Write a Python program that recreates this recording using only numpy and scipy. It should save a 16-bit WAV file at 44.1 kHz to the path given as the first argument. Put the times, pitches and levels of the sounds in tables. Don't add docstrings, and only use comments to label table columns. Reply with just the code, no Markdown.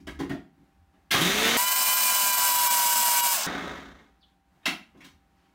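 import sys
import numpy as np
from scipy import signal
from scipy.fft import rfft, irfft, next_fast_len
from scipy.io import wavfile

SR = 44100
rng = np.random.default_rng(int(sys.argv[2]) if len(sys.argv) > 2 else 0)


def dump_mix(stems):
    frames = np.atleast_2d(stems).T
    limited = np.clip(frames, -1, 1)
    pcm = np.round(limited * 32767).astype(np.int16)
    wavfile.write(sys.argv[1], SR, pcm)


N = 244342

FAST_FROM_S, FAST_TO_S, FAST = 1.57, 3.467, 4
ON_S, OFF_S = 1.107, 3.3334
DRAG_S = .2
KITCHEN_N = N + round((FAST - 1) * (FAST_TO_S - FAST_FROM_S) * SR) + FAST
CLOCK = np.arange(KITCHEN_N) / SR
FFT_N = next_fast_len(KITCHEN_N, True)
HZ = np.fft.rfftfreq(FFT_N, 1 / SR)

# centre in Hz, width in Hz, lift in dB.
PEAKS = [(56, 11, 11), (145, 53, 7.3), (276, 18, 15.5), (386, 17, 7.8), (548, 28, 6.2), (639, 59, 5.7),
         (741, 20, 6.7), (1016, 15, 2.4), (1102, 23, 6.9), (1207, 25, 6), (1288, 100, 7.3), (1340, 19, 7.3),
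         (1610, 100, 6.5), (1730, 200, 3.2), (1850, 25, 6.9), (1950, 47, 6.2), (2141, 41, 9.9),
         (3144, 27, 8.9), (3775, 50, 8)]


def kitchen_time(s):
    return s + (FAST - 1) * (np.clip(s, FAST_FROM_S, FAST_TO_S) - FAST_FROM_S)


def since(s, t):
    return np.maximum(t - kitchen_time(s), 0)


def amp(db):
    return 10 ** (np.asarray(db) / 20)


def unit_rms(x):
    return x / np.sqrt(np.mean(x ** 2) + 1e-20)


def curve(points, hz):
    f, value = np.transpose(points)
    return np.interp(np.log(hz + 1), np.log(f + 1), value)


def lift(resonances, hz):
    return sum(db / (1 + (2 * (hz - centre) / width) ** 2) for centre, width, db in resonances)


def follow(rows, t):
    s, *columns = np.transpose(rows)
    return [np.interp(t, kitchen_time(s), column) for column in columns]


def drift(t, per_s):
    return np.interp(t * per_s, np.arange(12 * per_s), rng.standard_normal(12 * per_s))


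def add(mix, start, sound):
    part = mix[max(round(start * SR), 0):][:len(sound)]
    part += sound[:len(part)]


def tiled_room(x, direct):
    # frequency in Hz, seconds to fall 60 dB.
    ring_times = [(150, .38), (500, .32), (1100, .31), (2400, .32), (4000, .29), (6000, .28), (10000, .27),
                  (16000, .25)]
    hz, t, noise = signal.stft(rng.standard_normal(SR // 2), SR, nperseg=256)
    response = signal.istft(noise * amp(-60 * t / curve(ring_times, hz)[:, None]), SR, nperseg=256)[1]
    response /= np.linalg.norm(response)
    response[0] += direct
    return signal.fftconvolve(x, response)


def coloured_noise(colour):
    spectrum = rfft(rng.standard_normal(FFT_N)) * amp(curve(colour, HZ))
    return unit_rms(irfft(spectrum)[:KITCHEN_N])


def room_tone(air_db=-67.5, waver_db=1.5):
    # frequency in Hz, relative level in dB.
    air_colour = [(25, -28.5), (66, -6.5), (113, -22), (173, -11.5), (240, -21), (330, -20), (460, -30.5),
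                  (770, -23.5), (1000, -27), (1700, -28.5), (3000, -36), (5000, -41), (9000, -45.5),
                  (15500, -48)]
    # frequency in Hz, level in dB.
    hum_tones = [(59.2, -76), (183, -79), (280, -80.5), (786, -75.5), (931, -86)]
    air = coloured_noise(air_colour) * amp(air_db - waver_db * drift(CLOCK, per_s=8))
    hum = sum(amp(db) * np.sin(2 * np.pi * (hz * CLOCK + rng.random())) for hz, db in hum_tones)
    return air + np.sqrt(2) * hum


def touch(s, clack_db, thud_db, tilt_db, contact_s, hollow, base_t60=.42, cup_t60=.13, rise_s=.0047):
    # frequency in Hz, relative level in dB.
    plastic_colour = [(30, -25), (100, -5), (250, -6), (450, -6.5), (800, -2.5), (1300, -1.5), (2000, -5),
                      (3400, -5.5), (4500, -9.5), (6000, -12), (9000, -20), (12000, -22), (15500, -24)]
    # frequency in Hz, lift in dB when fully hollow.
    hollow_colour = [(450, -1), (680, 5), (1300, 2), (1800, 12), (2600, 13), (3500, 9), (5000, 3.5),
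                     (10000, 4)]
    # frequency in Hz, relative level in dB.
    worktop_modes = [(175, -10.5), (278, 4), (322, -1.5), (378, -5.5)]
    t = np.arange(SR * 3 // 5) / SR
    hz = np.fft.rfftfreq(len(t), 1 / SR)
    contact = rng.standard_normal(len(t)) * (t / contact_s) * np.exp(-2 * t / contact_s)
    spectrum = rfft(tiled_room(contact, direct=.11)[:len(t)])
    colour_db = curve(plastic_colour, hz) + .57 * lift(PEAKS, hz) + hollow * curve(hollow_colour, hz)
    colour_db += tilt_db * np.log2(np.maximum(hz, 400) / 2500)
    clack = irfft(spectrum * amp(colour_db), len(t))
    bass_db = curve([(30, -31.5), (65, -20), (110, -14.5), (180, 6), (340, 1), (520, -23.5),
                     (1200, -40), (4000, -79.5)], hz)
    bass_db += hollow * curve([(80, -14.5), (150, -1)], hz)
    boom = irfft(spectrum * amp(bass_db), len(t))
    ring = sum(amp(db) * np.sin(2 * np.pi * (f * t + rng.random())) for f, db in worktop_modes)
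    t60 = np.interp(hollow, [0, 1], [base_t60, cup_t60])
    thud = ring * -np.expm1(-t / rise_s) * amp(-60 * t / t60)
    parts = ((clack, clack_db), (thud, thud_db), (boom, thud_db - 2))
    sound = sum(amp(db) * part / np.std(part[:SR // 25]) for part, db in parts)
    fade_out = np.clip(3 - 4 * t / t[-1], 0, 1)
    return kitchen_time(s), sound * fade_out


def cabinet_rumble(rest_db=-81, rise_s=.026, fall_s=.039):
    # start in seconds, hold in seconds, level in dB.
    shoves = [(.08, .27, -47), (.8, .04, -64.5), (1.19, .3, -52), (3.47, .47, -56.5), (5.098, .06, -63.5)]
    gain = amp(rest_db)
    for s, hold_s, db in shoves:
        swell = np.minimum(CLOCK - kitchen_time(s), 0) / rise_s
        gain += amp(db) * np.exp(swell - since(s + hold_s, CLOCK) / fall_s)
    return gain * coloured_noise([(20, -36), (52, -1.5), (80, 2.5), (110, -25.5), (300, -68)])


def shaft_speed(t, leap_s=.04, drag_share=.6, coast_s=.62, friction=.1):
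    # time in seconds, pitch as heard in Hz.
    whine = [(1.95, 1008), (2.324, 993.6), (2.484, 981), (2.824, 964.3), (3.252, 961.7), (3.31, 952.4)]
    on, off = since(ON_S, t), since(OFF_S, t)
    run_up = 1 - (1 - drag_share) * np.exp(-on / leap_s) - drag_share * np.exp(-on / DRAG_S)
    coast = (1 + friction) * np.exp(-off / coast_s) - friction
    return follow(whine, t)[0] / FAST * np.maximum(run_up * coast, 0)


def motor(shaft_db=-38, db_per_octave=15, growl_db=-32, flutter_db=3, ripple_hz=100, full_load_sag=.05):
    # multiple of the shaft speed, sideband of the torque ripple,
    # relative level in dB, change under full load in dB.
    partials = [(2, 0, -45, -3.5), (3, 0, -39.5, -2), (4, 0, -45.5, 1), (5, 0, -44, -2), (6, 0, -50, 1.5),
                (8, 0, -41.5, 3.5), (9, 0, -48.5, 2), (12, 0, -35, -1.5), (13, 0, -43.5, 6),
                (15, 0, -45, -0.5), (1, 1, -45.5, -1.5), (2, -1, -42.5, 1.5), (2, 1, -41, -3),
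                (3, 1, -54.5, 11), (4, 1, -46, -2.5), (5, 1, -44.5, 2), (7, 1, -49, 1.5)]
    # centre in Hz, width in Hz, lift in dB.
    housing_modes = [(152, 14, 11), (175, 24, 11), (243, 12, 11.05)]
    t = CLOCK[shaft_speed(CLOCK) > 1]
    speed = shaft_speed(t)
    pace = speed / speed.max()
    turns = np.cumsum(speed * (1 + .001 * drift(t, per_s=20))) / SR
    turns += .0027 * drift(t, per_s=250)
    hum_db = shaft_db + db_per_octave * np.log2(pace) + lift(housing_modes, speed)
    hum_db -= 4 * (t > kitchen_time(OFF_S))
    hum = amp(hum_db + drift(t, per_s=16)) * np.sin(2 * np.pi * turns)
    strain = np.clip(np.gradient(speed) * SR / 130, -.5, 1) * pace ** 2
    growl = amp(growl_db + flutter_db * drift(t, per_s=30)) * strain * np.sin(4 * np.pi * turns)
    load = np.clip((1 - pace) / full_load_sag, 0, 1)
    tones = 0
    for order, sideband, db, loaded_db in partials:
        cycles = order * turns + sideband * ripple_hz * t
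        tones += amp(db + loaded_db * load + flutter_db * drift(t, per_s=9)) * np.sin(2 * np.pi * cycles)
    tones *= amp(1.5) * pace ** 6.8
    return t[0], np.sqrt(2) * (hum + growl + tones)


def swirl_levels(t, churn_db=-29.5, bite_s=.02, gulp_at_s=1.266, gulp_s=.044, gulp_db=10.5):
    on, off = since(ON_S, t), since(OFF_S, t)
    bite_db = 20 * np.log10(np.clip(on / bite_s, 1e-6, 1))
    build_db = -4 * np.exp(-on / DRAG_S)
    settle_db = -22.5 * off ** 3.4
    hiss_db = 3.5 + 11.5 * np.expm1(-(off / .28) ** 2)
    gulp = np.exp(-((t - gulp_at_s) / gulp_s) ** 2)
    slosh_db = 2 + gulp_db * gulp + 7.5 * off
    return churn_db + bite_db + build_db + settle_db, hiss_db, slosh_db


def churning(chops_per_s=220, chop_size=17.5, swirl_depth=.39, heard_lull_s=.018):
    # frequency in Hz, relative level in dB.
    rush_colour = [(25, -34), (50, -17), (110, -22), (170, -5.5), (450, -4.5), (900, -2.5), (2000, -2.5),
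                   (3850, -1.5), (4400, -6.5), (5200, -7), (6300, -5.5), (8500, -11), (11000, -12),
                   (15000, -12.5)]
    # time in seconds, depth in dB.
    lulls = [(1.655, 6), (1.70, 5), (1.745, 6), (1.85, 4), (1.955, 4), (2.32, 4), (2.362, 5), (2.533, 4),
             (2.575, 4), (2.692, 12), (3.045, 3), (3.222, 12)]
    level_db, hiss_db, slosh_db = swirl_levels(CLOCK)
    turns = np.cumsum(shaft_speed(CLOCK)) / SR
    chops = chop_size * rng.choice([-1, 1], KITCHEN_N) * (rng.random(KITCHEN_N) < chops_per_s / SR)
    rush = rng.standard_normal(KITCHEN_N) * (1 + swirl_depth * np.sin(2 * np.pi * turns))
    rush += tiled_room(chops, direct=.4)[:KITCHEN_N]
    colour = amp(curve(rush_colour, HZ) + lift(PEAKS, HZ))
    colour /= np.sqrt(np.mean(colour ** 2 * ((HZ > 520) & (HZ < 2100))))
    spectrum = rfft(unit_rms(rush), FFT_N) * colour
    low = curve([(420, .64), (540, .0071)], HZ)
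    high = curve([(1450, .1), (2450, 1)], HZ)
    top = curve([(3800, .12), (10000, .94)], HZ)
    bands = (low, 1 - low - high, high * (1 - top), high * top)
    slosh, body, hiss, spray = (irfft(spectrum * band, FFT_N)[:KITCHEN_N] for band in bands)
    spray_db = 2.6 * np.minimum(hiss_db - 2, 0)
    liquid = amp(slosh_db) * slosh + body + amp(hiss_db) * hiss + amp(spray_db) * spray
    dip = np.minimum(1.3 * signal.windows.hann(round(2 * FAST * heard_lull_s * SR)), 1)
    for s, depth_db in lulls:
        add(level_db, kitchen_time(s - heard_lull_s), -depth_db * dip)
    return liquid * amp(level_db)


def fast_forward(x):
    start, end = round(FAST_FROM_S * SR), round(kitchen_time(FAST_TO_S) * SR)
    return np.concatenate([x[:start], signal.resample_poly(x[start:end], 1, FAST), x[end:]])[:N]


def squeak(roughness=.099):
    # time in seconds, pitch in Hz, level in dB before the room.
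    glide = [(4.203, 4850, -85), (4.215, 4720, -70), (4.228, 3740, -60), (4.245, 3260, -61),
             (4.265, 3100, -90.5)]
    t = np.arange(kitchen_time(glide[0][0]), kitchen_time(glide[-1][0]), 1 / SR)
    hz, db = follow(glide, t)
    cycles = np.cumsum(hz * (1 + roughness * drift(t, per_s=900))) / SR
    return t[0], tiled_room(amp(db) * np.sin(2 * np.pi * cycles), direct=1)


def scene():
    # start in seconds, clack
    # in dB, thud in dB, brightness in dB per octave, contact length in seconds, hollowness from 0 to 1.
    touches = [(0.002, -69.5, -55, 3, 0.0021, 0.15), (0.069, -41, -44.5, -1, 0.0042, 0.2),
               (0.188, -44.5, -41, 0.5, 0.0097, .1), (0.197, -40, -35, -3, 0.0062, 0),
               (0.292, -43.5, -39, -.5, 0.0074, 0.44), (0.303, -40, -35.5, -6, 0.0094, 0.25),
               (0.342, -65, -49, -14, .0067, 0.2), (0.57, -76, -63, -11, 0.042, 0.1),
               (0.933, -70.5, -70, -4.5, .013, 0.5), (1.106, -24, -55, 4.5, 0.01, 0.9),
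               (1.138, -24.5, -62, -1.5, 0.004, 0.1), (1.208, -27, -34.5, 4.5, 0.008, 0),
               (4.625, -63.5, -77.5, -2, .023, 1), (4.655, -25, -50.5, 1, 0.006, 1),
               (4.674, -44.5, -38, 1, 0.01, 0.74), (4.944, -61.5, -62.5, -7, 0.012, 0),
               (4.969, -65, -59.5, -1, 0.0064, 0), (5.002, -53, -80, 0, 0.01, 0.75),
               (5.04, -52.5, -57, 3, 0.0089, .16), (5.33, -79, -85.5, -1, 0.13, 0.2)]
    mix = room_tone() + cabinet_rumble() + churning()
    add(mix, *motor())
    add(mix, *squeak())
    for row in touches:
        add(mix, *touch(*row))
    return np.tile(fast_forward(mix), (2, 1))


def record(dry, edge_hz=15850):
    lowpass = signal.firwin(511, edge_hz, window=("kaiser", 9), fs=SR)
    return signal.oaconvolve(dry, lowpass[None], "same")


dry = scene()
out = record(dry)
dump_mix(out)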